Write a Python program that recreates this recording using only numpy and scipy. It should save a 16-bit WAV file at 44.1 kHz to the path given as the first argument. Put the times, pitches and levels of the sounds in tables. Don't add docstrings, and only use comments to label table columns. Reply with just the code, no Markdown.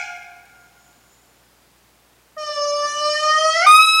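import sys
import numpy as np
from scipy import signal
from scipy.fft import rfft, irfft
from scipy.io import wavfile
from scipy.ndimage import uniform_filter1d

SR = 44100
rng = np.random.default_rng(int(sys.argv[2]) if len(sys.argv) > 2 else 0)


def wav_out(sig):
    wavfile.write(sys.argv[1], SR, np.round(np.clip(np.atleast_2d(sig).T, -1, 1) * 32767).astype(np.int16))


N = 176400
LEAD = SR
T = np.arange(-LEAD, N) / SR


def from_db(db):
    return 10 ** (np.asarray(db) / 20)


def rms_one(x):
    return x / np.sqrt(np.mean(x ** 2) + 1e-20)


def in_time(rows):
    s, *columns = np.transpose(rows)
    return [np.interp(T, s, c) for c in columns]


def at_hz(rows, hz, column=1):
    rows = np.array(rows)
    return np.interp(np.log(hz + 1e-9), np.log(rows[:, 0]), rows[:, column])


def drift(corner_hz):
    r = np.exp(-2 * np.pi * corner_hz / SR)
    return rms_one(signal.lfilter([1], [1, -2 * r, r * r], rng.standard_normal(len(T))))


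def gate(start, end, attack_s=0.013, release_s=0.071):
    opening = np.clip((T - start) / attack_s, 0, 1) * np.clip((end - T) / release_s, 0, 1)
    return np.sin(np.pi / 2 * opening) ** 2


def noise(colour):
    hz = np.arange(len(T) // 2 + 1) * SR / len(T)
    spectrum = rfft(rng.standard_normal(len(T))) * from_db(at_hz(colour, hz))
    return rms_one(irfft(spectrum, len(T)))


def voice(pitch, partial_db, jitter, rasp_db, count):
    shimmer_db, spread_rad = 2.87, 0.04
    unsteady_pitch = pitch * (1 + jitter * drift(53.4))
    phase = 2 * np.pi * np.cumsum(unsteady_pitch) / SR + from_db(rasp_db) * drift(400)
    tone = 0
    for k in range(1, count + 1):
        gain = from_db(partial_db(k) + shimmer_db * (k > 1) * drift(8)) * (k * pitch < SR / 2)
        tone -= gain * np.cos(k * phase + spread_rad * k * k)
    return np.sqrt(2) * tone


def earlier_wail():
    # (time [s], pitch [Hz], level [dB])
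    course = [(-1.1, 705, -15.5), (-0.396, 706, -10.5), (-.2, 709, -16.5), (-.13, 745, -18.5),
              (-.07, 820, -17), (-0.0067, 890, -22)]
    # (frequency [Hz], gain [dB])
    colour = [(750, -7), (1420, -5.5), (1750, -5), (2120, -9), (2600, -9), (2850, -23.5), (3400, -14),
              (3700, -34), (4200, -23.5), (4700, -36), (5100, -25.5), (6200, -23), (7500, -30.5),
              (10000, -42), (14000, -62)]
    pitch, level = in_time(course)
    tone = voice(pitch, lambda k: level + at_hz(colour, k * pitch), jitter=0.0017, rasp_db=-40, count=14)
    return tone * gate(course[0][0], course[-1][0])


def forest(x):
    # (frequency [Hz], t60 of the middle tail [s], gain of all echoes [dB])
    ring = [(300, 0.69, -4), (700, 1.05, -9), (1400, 1.04, -12), (2130, 1.17, -6.5), (4000, 0.9, -3),
            (6500, 0.88, -3.5), (12000, 0.57, -6)]
    first_echo_s, far_top_hz = 0.006, 2000
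    t = np.arange(2 * SR) / SR
    edges = np.geomspace(250, 16000, 13)
    white, response = rng.standard_normal((2, len(t))), 0

    def tail_power(t60_s, db):
        return (from_db(db) * rms_one(from_db(-60 * t / t60_s) * (t > first_echo_s))) ** 2
    for k, (low, high) in enumerate(zip(edges, edges[1:])):
        hz = np.sqrt(low * high)
        near = tail_power(t60_s=0.37, db=0.5)
        middle = tail_power(at_hz(ring, hz), db=0)
        far = tail_power(t60_s=2.82, db=-10.5) * (hz < far_top_hz)
        band = signal.sosfilt(signal.butter(2, [low, high], "band", fs=SR, output="sos"), white[k % 2])
        response += band * np.sqrt((near + middle + far) / len(t)) * from_db(at_hz(ring, hz, column=2))
    return x + signal.fftconvolve(x, response)[:len(x)]


def ambience():
    # (frequency [Hz], relative density [dB])
    hiss = [(82, -36), (140, -5.5), (243, -3.5), (414, -5), (534, -5.5), (762, -5.5), (965, -6.5),
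            (1640, -9), (4660, -14), (15500, -19)]
    # (frequency [Hz], relative density [dB])
    rumble = [(20, -12), (40, -6), (70, -3), (130, -1), (170, -7), (400, -48)]
    # (frequency [Hz], level [dB])
    partials = [(59.8, -65), (119.6, -70.5), (179.4, -81)]
    hum = sum(from_db(db) * np.sin(2 * np.pi * (hz * T + rng.random())) for hz, db in partials)
    return from_db(-55.5) * noise(hiss) + from_db(-71) * noise(rumble) + np.sqrt(2) * hum


def ticks(t60_s=0.04):
    # (time [s], level [dB])
    snaps = [(.165, -56), (.228, -56), (0.454, -54), (1.258, -59)]
    # (frequency [Hz], relative density [dB])
    colour = [(1000, -14), (4000, -5), (9000, 0), (12000, 0), (16000, -14)]
    return noise(colour) * sum(from_db(db - 60 * np.abs(T - s) / t60_s) * (T >= s) for s, db in snaps)


def shrill(pitch, width_hz):
    phase = 2 * np.pi * np.cumsum(pitch) / SR
    return rms_one(drift(width_hz / 2) * np.cos(phase) + drift(width_hz / 2) * np.sin(phase))


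def far_insect(pitch_hz=6950, rise_hz_per_s=330):
    # (time [s], level [dB])
    swells = [(.35, -78), (.6, -67), (.73, -71), (.87, -61.5), (1.02, -68), (1.13, -60.5), (1.3, -68),
              (1.55, -81)]
    level, = in_time(swells)
    return from_db(level) * shrill(pitch_hz + rise_hz_per_s * (T - 1), width_hz=420)


def far_whistle():
    # (time [s], pitch [Hz], level [dB])
    course = [(1.35, 5300, -75), (1.52, 4950, -73), (1.68, 4680, -71), (1.85, 4580, -76), (2.05, 4550, -88)]
    pitch, level = in_time(course)
    return from_db(level) * shrill(pitch, width_hz=300)


def wail(start_s=2.363, end_s=3.705):
    # (time [s], pitch [Hz])
    melody = [(2.36, 618.5), (2.478, 599), (2.58, 583.5), (2.716, 582.9), (2.86, 586.8), (2.98, 591.3),
              (3.266, 612.7), (3.52, 638.7), (3.6, 668.8), (3.64, 727), (3.67, 808)]
    # (time [s], level [dB])
    first = [(2.375, -30.5), (2.437, -29.5), (2.463, -47), (2.495, -23.5), (2.527, -28), (2.547, -35),
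             (2.583, -19.5), (2.857, -20), (2.895, -24.5), (2.945, -43), (3.017, -21), (3.087, -20.5),
             (3.161, -33), (3.265, -20.5), (3.367, -34), (3.389, -23), (3.457, -16.5), (3.517, -26.5),
             (3.541, -24), (3.65, -18.5)]
    second = [(2.375, -29), (2.499, -28), (2.531, -42), (2.583, -26), (2.857, -26), (2.881, -37.5),
              (3.023, -20.5), (3.097, -19.5), (3.119, -33), (3.155, -19), (3.183, -32), (3.201, -24),
              (3.321, -17.5), (3.393, -29), (3.531, -16), (3.545, -22.5), (3.599, -19), (3.65, -23.5)]
    third = [(2.375, -40), (2.667, -41.5), (2.765, -57), (2.843, -30), (3.123, -39), (3.159, -24.5),
             (3.201, -38.5), (3.285, -22), (3.519, -27.5), (3.64, -18.5)]
    # (time [s], relative level [dB])
    treble = [(2.375, -54), (2.381, -35), (2.437, -32.5), (3.037, -28.5), (3.045, -25.5), (3.141, -25),
              (3.159, -27.5), (3.435, -25.5), (3.457, -21.5), (3.65, -25.5)]
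    # (frequency [Hz], gain with mouth narrow [dB], gain with mouth wide [dB])
    throat = [(2500, -13, -15.5), (3035, -8.5, -3.5), (3740, -24, -26.5), (4230, -14.5, -7.5),
              (4850, -11.5, -7.5), (5324, -1, -4.5), (5720, -15, -7.5), (6290, -7, -13.5),
              (7280, -30, -20.5), (8000, -25, -26), (9740, -26, -22), (9810, -30, -33), (10730, -54, -37),
              (13000, -54, -53), (15500, -66, -68)]
    # (time [s], rasp [dB re 1 rad], jitter [share of pitch])
    roughness = [(3.52, -49.5, 0.0023), (3.6, -48, 0.011), (3.66, -27, 0.0224)]
    mouth_opens_s, mouth_wide_s, brighten_s = 2.72, 3.1, 0.023
    pitch, = in_time(melody)
    rasp_db, jitter = in_time(roughness)
    lows_db = [in_time(curve)[0] for curve in (first, second, third)]
    treble_db = in_time(treble)[0] - 1.5
    dull_db_per_octave = 10 * np.exp(-np.maximum(T - start_s, 0) / brighten_s)
    mouth = np.clip((T - mouth_opens_s) / (mouth_wide_s - mouth_opens_s), 0, 1)

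    def partial_db(k):
        if k <= len(lows_db):
            return lows_db[k - 1]
        dull_db = dull_db_per_octave * max(np.log2(k / 4.7), 0)
        narrow_db, wide_db = at_hz(throat, k * pitch), at_hz(throat, k * pitch, column=2)
        return treble_db - dull_db + (1 - mouth) * narrow_db + mouth * wide_db
    return voice(pitch, partial_db, jitter, rasp_db, count=22) * gate(start_s, end_s)


def rustle():
    # (time [s], level [dB])
    swell = [(2.55, -81), (2.76, -55), (2.82, -50), (2.855, -44.5), (2.89, -50), (3.08, -48), (3.3, -59.5),
             (3.7, -56)]
    # (frequency [Hz], relative density [dB])
    colour = [(60, -20), (170, 0.5), (300, 3.5), (900, 4.5), (1600, 1), (4000, -22.5)]
    return from_db(in_time(swell)[0]) * noise(colour)


def high_note(start_s=3.659):
    # (time [s], pitch [Hz], fundamental level [dB], overtone level [dB])
    course = [(3.66, 1202, -5.5, -12), (3.7, 1232, 0, -9), (3.75, 1253, -0.5, 2), (3.8, 1274, 3, -1.5),
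              (3.86, 1288, -4, 1), (3.92, 1288, -6, 4), (4.0, 1296, 3, 4)]
    # (frequency [Hz], gain [dB])
    colour = [(1250, 0.5), (2550, -4.5), (3850, -12), (5100, -15), (6450, -26), (7700, -29), (9000, -20.5),
              (10300, -25.5), (11600, -28.5), (12900, -37), (14200, -61), (15500, -70)]
    pitch, fundamental_db, overtone_db = in_time(course)

    def partial_db(k):
        return (fundamental_db if k == 1 else overtone_db) + at_hz(colour, k * pitch)
    return voice(pitch, partial_db, jitter=0.00055, rasp_db=-40, count=12) * gate(start_s, np.inf)


def scene():
    indri = forest(earlier_wail() + wail() + high_note())
    return (indri + far_insect() + far_whistle() + ticks() + ambience() + rustle())[None, LEAD:]


def record(dry):
    threshold_db, attack_s, sink_db_per_s = -14, 0.11, 0.5
    clip_level, low_cut_hz, top_cut_hz = 0.98, 47, 15800
    level_db = 10 * np.log10(np.maximum(uniform_filter1d(dry[0] ** 2, size=256), 1e-12))
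    excess_db = np.maximum(level_db - threshold_db, 0)
    sink_db = sink_db_per_s * T[LEAD:]
    reduction_db = np.maximum.accumulate(excess_db - sink_db) + sink_db
    r = np.exp(-1 / (attack_s * SR))
    gain = from_db(-signal.lfilter([1 - r], [1, -r], reduction_db))
    clipped = np.clip(dry * gain, -clip_level, clip_level)
    low_cut = signal.butter(1, low_cut_hz, "high", fs=SR, output="sos")
    top_cut = signal.ellip(10, .1, 70, top_cut_hz, fs=SR, output="sos")
    return signal.sosfilt(top_cut, signal.sosfilt(low_cut, clipped))


dry = scene()
out = record(dry)
wav_out(out)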